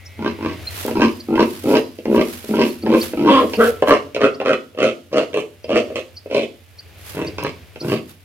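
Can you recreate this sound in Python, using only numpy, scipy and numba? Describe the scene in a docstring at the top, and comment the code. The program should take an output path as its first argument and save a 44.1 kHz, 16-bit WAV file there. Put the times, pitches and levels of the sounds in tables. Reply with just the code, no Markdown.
"""A pig grunts two or three times a second, twice breaking into a squeal, in a roofed concrete pen.
Source and filter: uneven pulses of the vocal folds ring throat, mouth and snout; the walls answer with a short echo.
Someone walks through grass, heard as swelling hisses of noise and a few snapping stems.
A small bird chips in short upward whistles; a far motor drones as a wavering tone over the noise of the fields."""
import sys
import numpy as np
from scipy import signal
from scipy.fft import rfft, irfft
from scipy.io import wavfile
from scipy.ndimage import uniform_filter1d
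from numba import njit

SR = 44100
rng = np.random.default_rng(int(sys.argv[2]) if len(sys.argv) > 2 else 0)


def file_out(sig):
    """Save sig as 16-bit WAV at sys.argv[1]."""
    # one column per channel
    cols = np.atleast_2d(sig).T
    # limit, then scale
    lim = np.clip(cols, -1, 1)
    pcm = np.round(lim * 32767).astype(np.int16)
    wavfile.write(sys.argv[1], SR, pcm)


N = 363384
T = np.arange(N) / SR
SIDES = np.array([[1], [-1]])  # signs of the left and right channels


def undb(db):
    """Logarithmic level: decibels to amplitude gain."""
    return 10 ** (np.asarray(db) / 20)


def curve(rows):
    """Linear interpolation: each column of a table, joined by straight lines in time."""
    s, *columns = np.transpose(rows)
    return [np.interp(T, s, c) for c in columns]


def unit(x):
    """Normalization: scale to rms 1."""
    return x / np.sqrt(np.mean(x ** 2))


def steady(x, span=0.011):
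    """Automatic gain: hold the short-term rms near 1, keeping the single pulses."""
    size = int(span * SR)
    power = uniform_filter1d(uniform_filter1d(x ** 2, size), size)
    return x / np.sqrt(power + 0.014 * np.mean(power))


def cut(x, hz, kind, order=2):
    """Butterworth filtering: maximally flat pass band."""
    return signal.sosfilt(signal.butter(order, hz, kind, fs=SR, output="sos"), x)


def noise(points):
    """Spectral shaping: noise of rms 1 with a spectrum of (f/Hz, level/dB) points."""
    hz, db = np.transpose(points)
    f = np.arange(N // 2 + 1) * SR / N
    gain = undb(np.interp(np.log(f + 1), np.log(hz), db))
    return unit(irfft(rfft(rng.standard_normal(N)) * gain, N))


def walk(rate):
    """Random modulation: smooth drift of rms 1, with this many new values per second."""
    size = int(SR / rate)
    steps = np.repeat(rng.standard_normal(N // size + 1), size)
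    return unit(uniform_filter1d(steps, size)[:N])


def add(out, s, sound):
    """Superposition: mix a sound in at time s."""
    i = max(int(s * SR), 0)
    out[i:i + len(sound)] += sound[:N - i]


@njit
def svf(x, hz, width):
    """State-variable resonance: band-pass with a moving centre and width."""
    y, b, l = np.empty(len(x)), 0., 0.
    for i in range(len(x)):
        g, k = np.tan(np.pi * hz[i] / SR), width[i] / hz[i]
        v = (b + g * (x[i] - l)) / (1 + g * (g + k))
        b, l, y[i] = 2 * v - b, l + 2 * g * v, k * v
    return y


def ring(x, hz, width_hz):
    """Damped resonance: one mode, gain 1 at its centre."""
    return svf(x + 1e-18, hz + np.zeros(len(x)), width_hz + np.zeros(len(x)))


ONSET_DB, SWELL_POWER = 10, 0.34  # a grunt starts this far under its crest; the bend of the swell
END_DB, FADE_POWER = 14.5, 0.67  # and stops this far under it
# as the push builds, the folds speed up and the jaw opens; after the crest both give way
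PITCH_RISE_OCT_PER_S, PITCH_SAG_OCT_PER_S = 5.5, 2.5
THROAT_RISE_OCT_PER_S, THROAT_SAG_OCT_PER_S = 1.3, 1.5
MOUTH_RISE_OCT_PER_S, MOUTH_SAG_OCT_PER_S = 3.65, 0.27
# before the crest the sound moves from the nose to the mouth
MOUTH_OPEN_DB_PER_S, MOUTH_CLOSE_DB_PER_S = 57, 102
NASAL_FALL_DB_PER_S = 57
# the rasp is muffled until the lips part just before the crest, then grows to the end
RASP_SHUT_DB, RASP_OPEN_S, RASP_LINGER_DB_PER_S = 7, .058, 35
ROUGH_EDGE = .08  # the folds beat less evenly at either end


def grunt_shape(start, swell_s, fade_s, db, open_db, rasp_db, hz, rough, throat_hz, mouth_hz, nasal_db):
    """Breath pressure as common drive: level, pitch and jaw rise to a crest and give way; rows of (t/s, controls)."""
    u = np.linspace(-1, 1, 13)  # onset to end, crest at 0
    early, late = np.maximum(-u, 0), np.maximum(u, 0)
    before_s, after_s = early * swell_s, late * fade_s
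    muffled = 1 - 2 ** -(before_s / RASP_OPEN_S) ** 4
    return np.transpose([
        start + swell_s - before_s + after_s,
        db - ONSET_DB * early ** SWELL_POWER - END_DB * late ** FADE_POWER,
        open_db - MOUTH_OPEN_DB_PER_S * before_s - MOUTH_CLOSE_DB_PER_S * after_s,
        rasp_db - RASP_SHUT_DB * muffled + RASP_LINGER_DB_PER_S * after_s,
        hz / 2 ** (PITCH_RISE_OCT_PER_S * before_s + PITCH_SAG_OCT_PER_S * after_s),
        np.clip(rough + ROUGH_EDGE * np.abs(u), 0, 1),
        throat_hz / 2 ** (THROAT_RISE_OCT_PER_S * before_s + THROAT_SAG_OCT_PER_S * after_s),
        mouth_hz / 2 ** (MOUTH_RISE_OCT_PER_S * before_s + MOUTH_SAG_OCT_PER_S * after_s),
        nasal_db + NASAL_FALL_DB_PER_S * before_s])


# pushes of air, one row a grunt, values at the crest: onset t/s, swell t/s, fade t/s, overall level/dB,
# mouth relative level/dB, snout rasp relative level/dB (both before the trims in grunts), pulse rate f/Hz,
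# roughness 0-1, throat resonance f/Hz, mouth resonance f/Hz, nasal hum level/dB
GRUNT_PUSHES = [ (0.186, 0.081, 0.055, -15, -5.5, -8.5, 61.95, 0.62, 285, 1033, 4),
                (0.384, 0.074, 0.089, -17.5, -5.5, -8.5, 62.23, 0.56, 280, 1050, 6),
                (0.951, 0.079, 0.06, -5.5, -5.5, -11, 77.76, 0.66, 332, 1064, 6),
                (1.283, 0.12, 0.04, -7, -7, -14, 66, 0.52, 385, 997, 7),
                (1.643, 0.11, 0.045, -5.5, -9.5, -18.5, 126.3, 0.23, 463, 970, 1.5),
                (2.069, .12, 0.044, -6, -13, -18, 77.24, 0.3, 460, 1053, 4.5),
                (2.487, 0.13, 0.066, -8.5, -12, -12, 90.4, 0.47, 416.7, 1028, 6.5),
                (2.835, .11, 0.049, -6.5, -11, -18, 104.5, 0.42, 459.8, 1000, 5.5),
                (3.866, 0.042, 0.067, -5, -1.5, -12.5, 103.5, 0.49, 564, 1130, -8),
                (4.199, 0.046, 0.042, -6, -4.5, -14, 115.2, .38, 517.9, 1350, -7),
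                (4.443, 0.059, 0.053, -10, -4.5, -11.5, 98.76, 0.63, 514.7, 1373, -7.5),
                (4.778, 0.057, 0.078, -10, -7, -8.5, 106, 0.67, 537.9, 1384, -9),
                (5.120, 0.061, 0.061, -10, -9.5, -12, 105.3, 0.7, 569.6, 1303, -5),
                (5.328, 0.044, 0.052, -14, -11, -9.5, 99.4, 0.81, 470.9, 1104, -33.5),
                (5.688, .07, .062, -7.5, -12, -11, 111.8, .72, 582.4, 1275, -6.5),
                (5.870, 0.039, 0.043, -23, -18, -16.5, 70.05, 0.76, 517.2, 1192, -11),
                (5.953, 0.0074, 0.052, -16.5, -10, -7.5, 108.8, 0.81, 539.8, 1177, -20),
                (6.308, 0.047, 0.095, -10.5, -13.5, -10, 103.5, 0.84, 520.3, 1003, -7),
                (7.147, 0.053, 0.11, -16.5, -8.5, -11.5, 79.9, 0.92, 381.7, 999.7, -11),
                (7.378, 0.071, 0.056, -20, -2, 4, 48.3, 0.6, 477.2, 1103, -2),
                (7.815, 0.11, 0.068, -13, -10.5, -11.5, 84.9, 0.76, 347.8, 1127, -4)]
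# two calls that break into a squeal, one curve each: t/s, then the columns of a grunt from overall level on
SQUEAL_CURVES = [
    [(3.17, -15.5, -12.5, -14.5, 69.57, 0.51, 290, 773.3, 14.5),
     (3.24, -15, -16, -25, 89.36, 0.54, 350, 869, 0),
     (3.285, -10, -0.5, -15.5, 133.7, .35, 450, 1000, 14.5),
     (3.31, -7.5, -11, -13.5, 269.4, 0.072, 517, 1020, 0), (3.385, -13.5, 1, -11, 270.3, .08, 530, 1070, 6),
     (3.42, -17, -9, -13.5, 247, 0.13, 490, 1100, -9), (3.455, -13.5, -25, -35, 226.6, 0.28, 450, 1037, 0)],
    [(3.582, -10.5, -27, -33, 221.5, .12, 427, 1250, 11), (3.607, -9, -1, -20, 225.4, .09, 440, 1347, -20),
     (3.665, -16, -4.5, -15.5, 242, 0.089, 479, 1498, -10),
     (3.7, -17.5, -19.5, -59, 248.4, 0.12, 480, 1442, -22)],
]


def calls():
    """Sequence of control curves: all grunts and squeals, in order of time."""
    curves = [grunt_shape(*row) for row in GRUNT_PUSHES] + [np.array(c) for c in SQUEAL_CURVES]
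    return sorted(curves, key=lambda c: c[0, 0])


@njit
def folds(hz, jitter, shimmer, chance):
    """Relaxation oscillation with jitter and shimmer: a pulse at each fold closure; also the time since it."""
    pulses, age, phase, k, last = np.zeros(len(hz) + 1), np.zeros(len(hz)), 0., 0, 0
    for i in range(len(hz)):
        step = hz[i] * np.exp(jitter[i] * chance[k, 0]) / SR
        phase += step
        if phase >= 1:
            phase, k, last = phase - 1, k + 1, i
            size = np.exp(shimmer[i] * chance[k, 1])
            # shared between two samples to place the closure finely
            pulses[i] += size * phase / step
            pulses[i + 1] += size * (1 - phase / step)
        age[i] = (i - last) / SR
    return pulses[:-1], age


# the low thump of the air pulses, relative to the nasal hum
THUMP_HZ, THUMP_WIDTH_HZ, THUMP_DB = 66, 15, -15.5


def throat(x, hz, nasal_db, chest_db, width_hz=185, nose_hz=250, nose_width_hz=110, notch_hz=690,
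           chest_hz=166, chest_width_hz=34):
    """First formant with a side branch: the nose hums below the resonance and cuts off what lies above."""
    body = cut(ring(x, hz, width_hz), notch_hz, "low", order=7)
    hum = cut(ring(x, nose_hz, nose_width_hz), [200, 360], "band")
    chest = ring(x, chest_hz, chest_width_hz)  # the neck and chest boom along with the hum
    thump = ring(ring(x, THUMP_HZ, THUMP_WIDTH_HZ), THUMP_HZ, THUMP_WIDTH_HZ)
    voiced = body + undb(nasal_db) * (hum + undb(chest_db) * chest)
    return cut(voiced, 80, "high") + undb(THUMP_DB + nasal_db) * thump


def mouth(x, hz, rough, shut_width_hz=130, open_width_hz=340, upper_gap_hz=500, upper_db=-5,
          shut_hz=840, open_hz=1100):
    """Radiation damping of formants two and three: they rise as the jaw opens, sharp nearly shut, broad when agape."""
    width_hz = np.interp(hz, [shut_hz, open_hz], [shut_width_hz, open_width_hz])
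    upper_hz = hz + upper_gap_hz
    second = ring(ring(x, hz, width_hz), hz, width_hz)
    third = ring(ring(x, upper_hz, width_hz), upper_hz, width_hz)
    third_gain = np.sqrt(np.abs(rough)) * undb(upper_db)
    return cut(second + third_gain * third, [700, 1850], "band", order=3)


# resonances of the snout, at rest: f/Hz, width f/Hz, level/dB
SNOUT_MODES = [(2070, 300, 5.5), (2644, 279, 13), (3184, 650, 3), (4400, 367, -3.5), (6160, 2350, -15.5)]
SNOUT_REST_HZ, SNOUT_FOLLOW = 462, 0.07  # they follow the throat's by this power, from rest at this throat resonance
SNOUT_WANDER = 0.038  # and each wanders by about this share as the snout works


def snout(x, throat_hz, nasal_db, drifts, leak_db=-27, nostril_hz=4850, nostril_width_hz=500, nostril_db=-1):
    """Parallel tube modes: drawn up with the throat's, each wandering a little; nostrils rasp in nasal calls."""
    lift = (throat_hz / SNOUT_REST_HZ) ** SNOUT_FOLLOW * np.exp(SNOUT_WANDER * drifts)
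    modes = 0
    for k, (hz, width_hz, db) in enumerate(SNOUT_MODES):
        modes = modes + (-1) ** k * undb(db) * ring(x, hz * lift[k], width_hz)
    nostrils = undb(nostril_db + np.minimum(nasal_db, 0)) * ring(x, nostril_hz, nostril_width_hz)
    leak = undb(leak_db) * cut(x, 9850, "low")
    return cut(modes - nostrils + leak, 520, "high", order=3)


# single hard pulses of the folds: t/s, level/dB (before the trim in pops), mouth relative level/dB,
# snout relative level/dB
HARD_PULSES = [(0.85, -13, -12, -11), (0.88, -13, -5, -12), (0.911, -13, -13, -6.5), (.997, -5, -9.5, -38),
               (1.018, -6.5, -2, 1), (1.038, -6.5, -14, -6), (1.355, -9, -8, -8), (1.378, -10, 1.5, -25),
               (1.394, -2.5, -3, -9), (1.427, -2, -12, -11.5), (1.753, -6, -7, -1), (1.769, -5, -15, -3),
               (1.987, -20.5, -27, -9), (2.055, -12.5, -9, -9), (2.145, -5.5, -6, -26),
               (2.162, -8, -11, -9), (2.212, -7, -11, -3), (2.442, -25, -14, -13), (2.537, -11, -3.5, -23),
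               (2.587, -5.5, -8, -19), (2.863, -14.5, -2, -7), (3.134, -13, -10.5, -15),
               (3.535, -16, -5, 3), (3.823, -1.5, -5.5, -14), (4.147, -17, -19, 2), (4.163, -10, -7.5, -4),
               (4.215, -7.5, -4.5, -3.5), (4.401, -13.5, -9, -4), (4.414, -15, -0.5, -7),
               (4.459, -11, -2, 0), (4.532, -10.5, -0.5, 1.5), (4.748, -30, -20, -8),
               (5.342, -13.5, -16, -2), (5.643, -21.5, -17, -6.5), (5.957, -13.5, -14, -1.5),
               (6.259, -21.5, -20, -15), (7.383, -17, -0.5, -2), (7.447, -16, 2.5, -1.5),
               (7.759, -25.5, -6, -0.5)]
HOLD_S, HOLD_DB = 0.0072, -7.5  # the folds hold back around a hard pulse
# boom of neck and chest, stronger once the pig turns to face the listener: t/s, level/dB relative to the nasal hum
CHEST_BOOM = [(6.5, -11.5), (7.1, 6)]


def grunts(throat_db=0, mouth_db=1, snout_db=3, air=0.13, rasp=0.53, fade_s=0.023, bite=1.0, slack_db=8,
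           cry_hz=3300, cry_width_hz=170, cry_db=9):
    """Source-filter voice: rattling folds and a puff of air after each closure drive three parts of the airway."""
    voice = calls()
    db, open_db, rasp_db, hz, rough, throat_hz, mouth_hz, nasal_db = curve(np.vstack(voice))
    pulses, age = folds(hz, .55 * rough + .01, 0.75 * rough, rng.standard_normal((N // 50, 2)))
    puffs = rng.standard_normal(N) * (np.exp(-age / .002) + .07) * np.abs(rough) ** .7
    sounding = sum((T > g[0][0]) & (T < g[-1][0]) for g in voice)
    held = sum(np.exp(-np.minimum(np.abs(T - s) / HOLD_S, 10) ** 2) for s, *_ in HARD_PULSES)
    effort = undb(db + HOLD_DB * held) * uniform_filter1d(1. * sounding, int(fade_s * SR))

    drive = pulses + air * puffs
    low = undb(throat_db) * steady(throat(drive, throat_hz, nasal_db, curve(CHEST_BOOM)[0]))
    middle = undb(open_db + mouth_db) * steady(mouth(drive, mouth_hz, rough))

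    snap = np.exp(bite * rough * walk(90)) * (pulses + rasp * puffs)  # some closures snap much harder than others
    tense = np.clip(hz / 250, 0, 1) ** 4
    cry = tense * undb(cry_db) * ring(snap, cry_hz, cry_width_hz)  # a tense, high voice rings sharply
    dull_db = slack_db * np.minimum(np.log2(hz / 85), 0)  # slow, slack folds close softly
    drifts = np.array([walk(10) for _ in SNOUT_MODES])
    high = undb(rasp_db + snout_db + dull_db) * steady(snout(snap, throat_hz, nasal_db, drifts) + cry)
    return effort * (low + middle + high)


def pops(pop_db=3, puff_s=0.0038, puff=0.15, lowest_hz=450, hum_db=-9, jaw_hz=800, damped_width_hz=320):
    """Impulse response of the airway: one hard pulse and its puff; between calls the jaw is nearly shut."""
    out, t, voice = np.zeros(N), T[:SR // 25], calls()
    *_, rough, throat_hz, mouth_hz, nasal_db = curve(np.vstack(voice))
    chest_db, = curve(CHEST_BOOM)
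    pulse = 1. * (t == 0)
    for s, db, open_db, rasp_db in HARD_PULSES:
        i = int(s * SR)
        push = pulse + puff * rng.standard_normal(len(t)) * np.exp(-t / puff_s)
        hz, lips_hz = max(throat_hz[i], lowest_hz), jaw_hz
        if any(g[0][0] < s < g[-1][0] for g in voice):
            hz, lips_hz = throat_hz[i], mouth_hz[i]
        parts = (throat(pulse, hz, nasal_db[i] + hum_db, chest_db[i]),
                 mouth(push, lips_hz, rough[i], shut_width_hz=damped_width_hz),
                 snout(push, hz, nasal_db[i], rng.standard_normal(len(SNOUT_MODES))))
        low, middle, high = (p / np.abs(p).max() for p in parts)
        add(out, s, undb(db + pop_db) * (low + undb(open_db) * middle + undb(rasp_db) * high))
    return out


def near_wall(x, delay_s=.007, shift=0.1497, wall_db=-9):
    """Comb filtering: the nearest wall's reflection drifts in delay as pig and listener move, shifting the colour."""
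    return x + undb(wall_db) * np.interp(T - delay_s * (1 + shift * walk(2)), T, x)


# standing waves between the walls: f/Hz, level/dB
STANDING_WAVES = [(165, -3.5), (232, -3), (275, -6.5), (345, 1), (446, -5), (496, -9), (600, -1),
                  (1060, -27), (1296, -5.5)]
# first reflections from floor, trough and walls: delay t/s, level/dB below the treble
FIRST_REFLECTIONS = [(.0019, -11), (.0094, -9.5), (0.0145, -8), (0.0191, -11)]
# decay of the echo by band: f/Hz, reverberation time t60 t/s, left-right likeness 0-1
PEN_DECAY = [(130, 0.48, 0.95), (435, 0.34, 0.86), (1000, 0.33, 0), (2600, 0.19, 0.54), (6640, 0.55, 0.2)]


def pen(x, echo_db=-6, slap_db=-7, slap_s=0.0087, lag_s=.0001, shade_db=-6, standing_width_hz=32, wall_db=0):
    """Room acoustics: standing waves, reflections and short reverberation; the left hears it later and duller."""
    x = x + sum(undb(db) * ring(x, hz, standing_width_hz) for hz, db in STANDING_WAVES)
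    t = T[:SR // 2]
    f = np.fft.rfftfreq(len(t), 1 / SR)
    treble = np.clip((f - 700) / 1500, 0, 1)
    log_hz, tail = np.log(np.array(PEN_DECAY)[:, 0]), 0
    for (hz, t60, alike), pick in zip(PEN_DECAY, np.eye(len(PEN_DECAY))):
        alike = np.clip(alike, 0, 1)
        mid, side = rng.standard_normal((2, len(t)))
        pair = np.sqrt((1 + alike) / 2) * mid + np.sqrt((1 - alike) / 2) * side * SIDES
        late = np.exp(-np.log(1000) * t / t60) * (t > .008)
        early = np.exp(-t / slap_s)
        late, early = late / np.linalg.norm(late), early / np.linalg.norm(early)
        # the walls scatter the treble early
        echoes = undb(echo_db) * rfft(pair * late) + undb(slap_db) * np.sqrt(treble) * rfft(pair * early)
        tail = tail + echoes * np.sqrt(np.interp(np.log(f + 1), log_hz, pick))
    bounces = sum(undb(db + wall_db) * np.exp(-2j * np.pi * f * s) for s, db in FIRST_REFLECTIONS)
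    bounces = bounces * (1 - 0.74 * treble)
    direct = (1 + bounces) * np.exp(-1j * np.pi * f * lag_s * SIDES)
    shade = undb(SIDES / 2 * shade_db * treble ** 2)
    response = np.roll(irfft((direct + tail) * shade), 64, axis=1)  # room for the right channel's lead
    return undb(-4.5) * signal.fftconvolve(x[None], response, axes=1)[:, 64:N + 64]


# steps through grass: t/s at the height of the swish, level/dB (before the trim in grass), length t/s
GRASS_STEPS = [(0.807, -36.5, .17), (1.093, -50.5, 0.28), (1.526, -44, 0.21), (1.719, -39.5, 0.14),
               (2.149, -43.5, 0.042), (2.324, -42, 0.21), (2.509, -44, 0.14), (2.682, -42.5, 0.11),
               (3.033, -34, 0.097), (3.501, -47, 0.21), (3.658, -36, 0.09), (3.892, -39, .03),
               (7.108, -43.5, 0.14), (7.907, -45.5, 0.12), (8.105, -50, 0.049)]
STEP_RISE_SHARE, STEP_FALL_SHARE = 0.55, .55  # of a step's length
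# faint rustle between steps, fading once the walker reaches the pen: t/s, level/dB (before the same trim)
FAINT_RUSTLE = [(0, -62), (1.2, -63), (3.6, -51), (4.1, -66), (8.2, -62)]


def footfalls():
    """Energy addition: the power of each step swells and dies away over a faint rustle; returns amplitude."""
    power = undb(curve(FAINT_RUSTLE)[0]) ** 2
    for s, db, length_s in GRASS_STEPS:
        width_s = length_s * np.where(T < s, STEP_RISE_SHARE, STEP_FALL_SHARE)
        power = power + undb(db) ** 2 / (1 + ((T - s) / width_s) ** 2 / 2) ** 4
    return np.sqrt(power)


# stems snapping: t/s, peak level/dB (before the trim in grass)
STEM_SNAPS = [(0.864, -13), (.883, -21), (7.437, -16)]
SNAP_S = .0006  # decay of a snap
# relative spectrum of the hiss: f/Hz, level/dB
GRASS_SPECTRUM = [(200, 0.5), (700, 1), (1500, 2), (3000, 2), (5000, -1.5), (8000, -5), (12000, 1),
                  (16000, -8.5)]


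def grass(swish_db=6, snap_db=2, pan_db=-3.0, grain_db=2.0):
    """Friction noise and brittle fracture: blades hiss past the feet at every step; now and then a stem snaps."""
    swish = footfalls() * undb(swish_db + grain_db * walk(300))
    snaps, t = np.zeros(N), T[:SR // 100]
    for s, db in STEM_SNAPS:
        crack = cut(rng.standard_normal(len(t)) * np.exp(-t / SNAP_S), 3116, "high")
        add(snaps, s, undb(db + snap_db) * crack / np.abs(crack).max())
    return np.array([undb(side * pan_db / 2) * (swish * noise(GRASS_SPECTRUM) + snaps) for side in (1, -1)])


# bird chips: t/s, peak level/dB (before the trim in bird), pitch before the flick f/Hz
BIRD_CHIPS = [(0.064, -35, 5260), (0.677, -20, 4175), (1.208, -30, 4531), (2.705, -36, 4300),
              (2.829, -34.5, 4430), (3.018, -19.5, 4450), (3.562, -29.5, 4630), (4.348, -36, 4700),
              (5.647, -36.5, 4593), (6.174, -29.5, 4595), (6.795, -30, 4480), (7.277, -26.5, 4610),
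              (7.812, -27, 4588)]


def bird(bird_db=-2, attack_s=0.0047, decay_s=0.0075, sweep=9, flutter=0.045, lead_s=0.0088, lead_db=-14,
         lead_ratio=1.2):
    """Frequency modulation: a wavering whistle flicks up, just after a fainter, higher one; the lowest stay level."""
    out, t = np.zeros(N), T[:SR // 20] - 1 / 40  # the peak lies at t = 0
    waver = flutter * walk(500)
    stretches = np.exp(0.18 * rng.standard_normal(len(BIRD_CHIPS)))
    for (s, db, hz), stretch in zip(BIRD_CHIPS, stretches):
        lively, i = np.clip((hz - 4100) / 450, 0, 1), int(s * SR)
        bend = sweep * np.maximum(t, 0) / stretch + waver[i:i + len(t)]
        phase = 2 * np.pi * np.cumsum(hz * np.exp(lively * bend)) / SR
        width_s = np.where(t < 0, attack_s, decay_s * stretch)
        shape = undb(db + bird_db) * np.exp(-.5 * (t / width_s) ** 2)
        add(out, s + t[0], shape * np.sin(phase))
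        add(out, s + t[0] - lead_s, lively * undb(lead_db) * shape * np.sin(lead_ratio * phase))
    return out


def wavering_tone(hz, waver_hz, rate):
    """Phase integration: a sine whose frequency drifts at random."""
    return np.sin(2 * np.pi * np.cumsum(hz + waver_hz * walk(rate)) / SR)


# relative spectrum of the open-air murmur: f/Hz, level/dB
FIELDS_SPECTRUM = [(25, -53), (45, -26.5), (70, 4.5), (95, 12.5), (135, -6.5), (300, -10), (600, -9),
                   (1000, -19), (2500, -12), (8000, -31.5)]
# level of murmur and motor over time: t/s, level/dB
OPEN_AIR = [(0, -5.5), (.7, 1.5), (1.8, -12.5), (3.5, -1.5), (4.7, -12.5), (6.7, -9), (7.3, -1.5),
            (8.2, -13.5)]
# thin far whine: f/Hz, mean level/dB
FAR_WHINE = [(1960, -59), (2110, -55), (2260, -56), (2560, -62)]
FIELDS_DB, MOTOR_HZ, MOTOR_DB = -39.5, 90.2, -43  # levels before the open-air curve


def fields(side_db=-7, swell_db=2, waver_hz=2.67, whine_waver_hz=6, drone_side_db=-9):
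    """Diffuse and tonal background: open-air murmur, a far motor's wavering drone and a thin whine that soon fades."""
    # the second drone, independent, widens the first between left and right
    drone, spread = (wavering_tone(MOTOR_HZ, waver_hz, 14) * undb(2.5 * walk(9)) for _ in range(2))
    motor = undb(MOTOR_DB) * (unit(drone) + undb(drone_side_db) * unit(spread) * SIDES)
    air = noise(FIELDS_SPECTRUM) + undb(side_db) * noise(FIELDS_SPECTRUM) * SIDES
    murmur = undb(FIELDS_DB + swell_db * walk(2.796)) * air
    whine = sum(undb(db + 2 * walk(15)) * unit(wavering_tone(hz, whine_waver_hz, 19.3)) for hz, db in FAR_WHINE)
    whine_fade = np.clip((1 - T) / .5, 0, 1)  # from 0.5 s, silent at 1 s
    return undb(curve(OPEN_AIR)[0]) * (murmur + motor) + whine * whine_fade


def scene(bird_echo_db=-3):
    """Superposition: the pig sounds through the pen; the bird outside rings it too; grass and fields lie around."""
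    pig = near_wall(grunts() + pops())
    chips = bird()
    return pen(pig + undb(bird_echo_db) * chips) + chips + grass() + fields()


TOP_HZ = 15800  # upper limit of the sound


def record(dry):
    """Saturation and band limiting: round the loudest peaks and cut the top."""
    rounded = dry / (1 + dry ** 4) ** (1 / 4)
    return signal.sosfilt(signal.ellip(8, .2, 70, TOP_HZ, fs=SR, output="sos"), rounded)


dry = scene()
out = record(dry)
file_out(out)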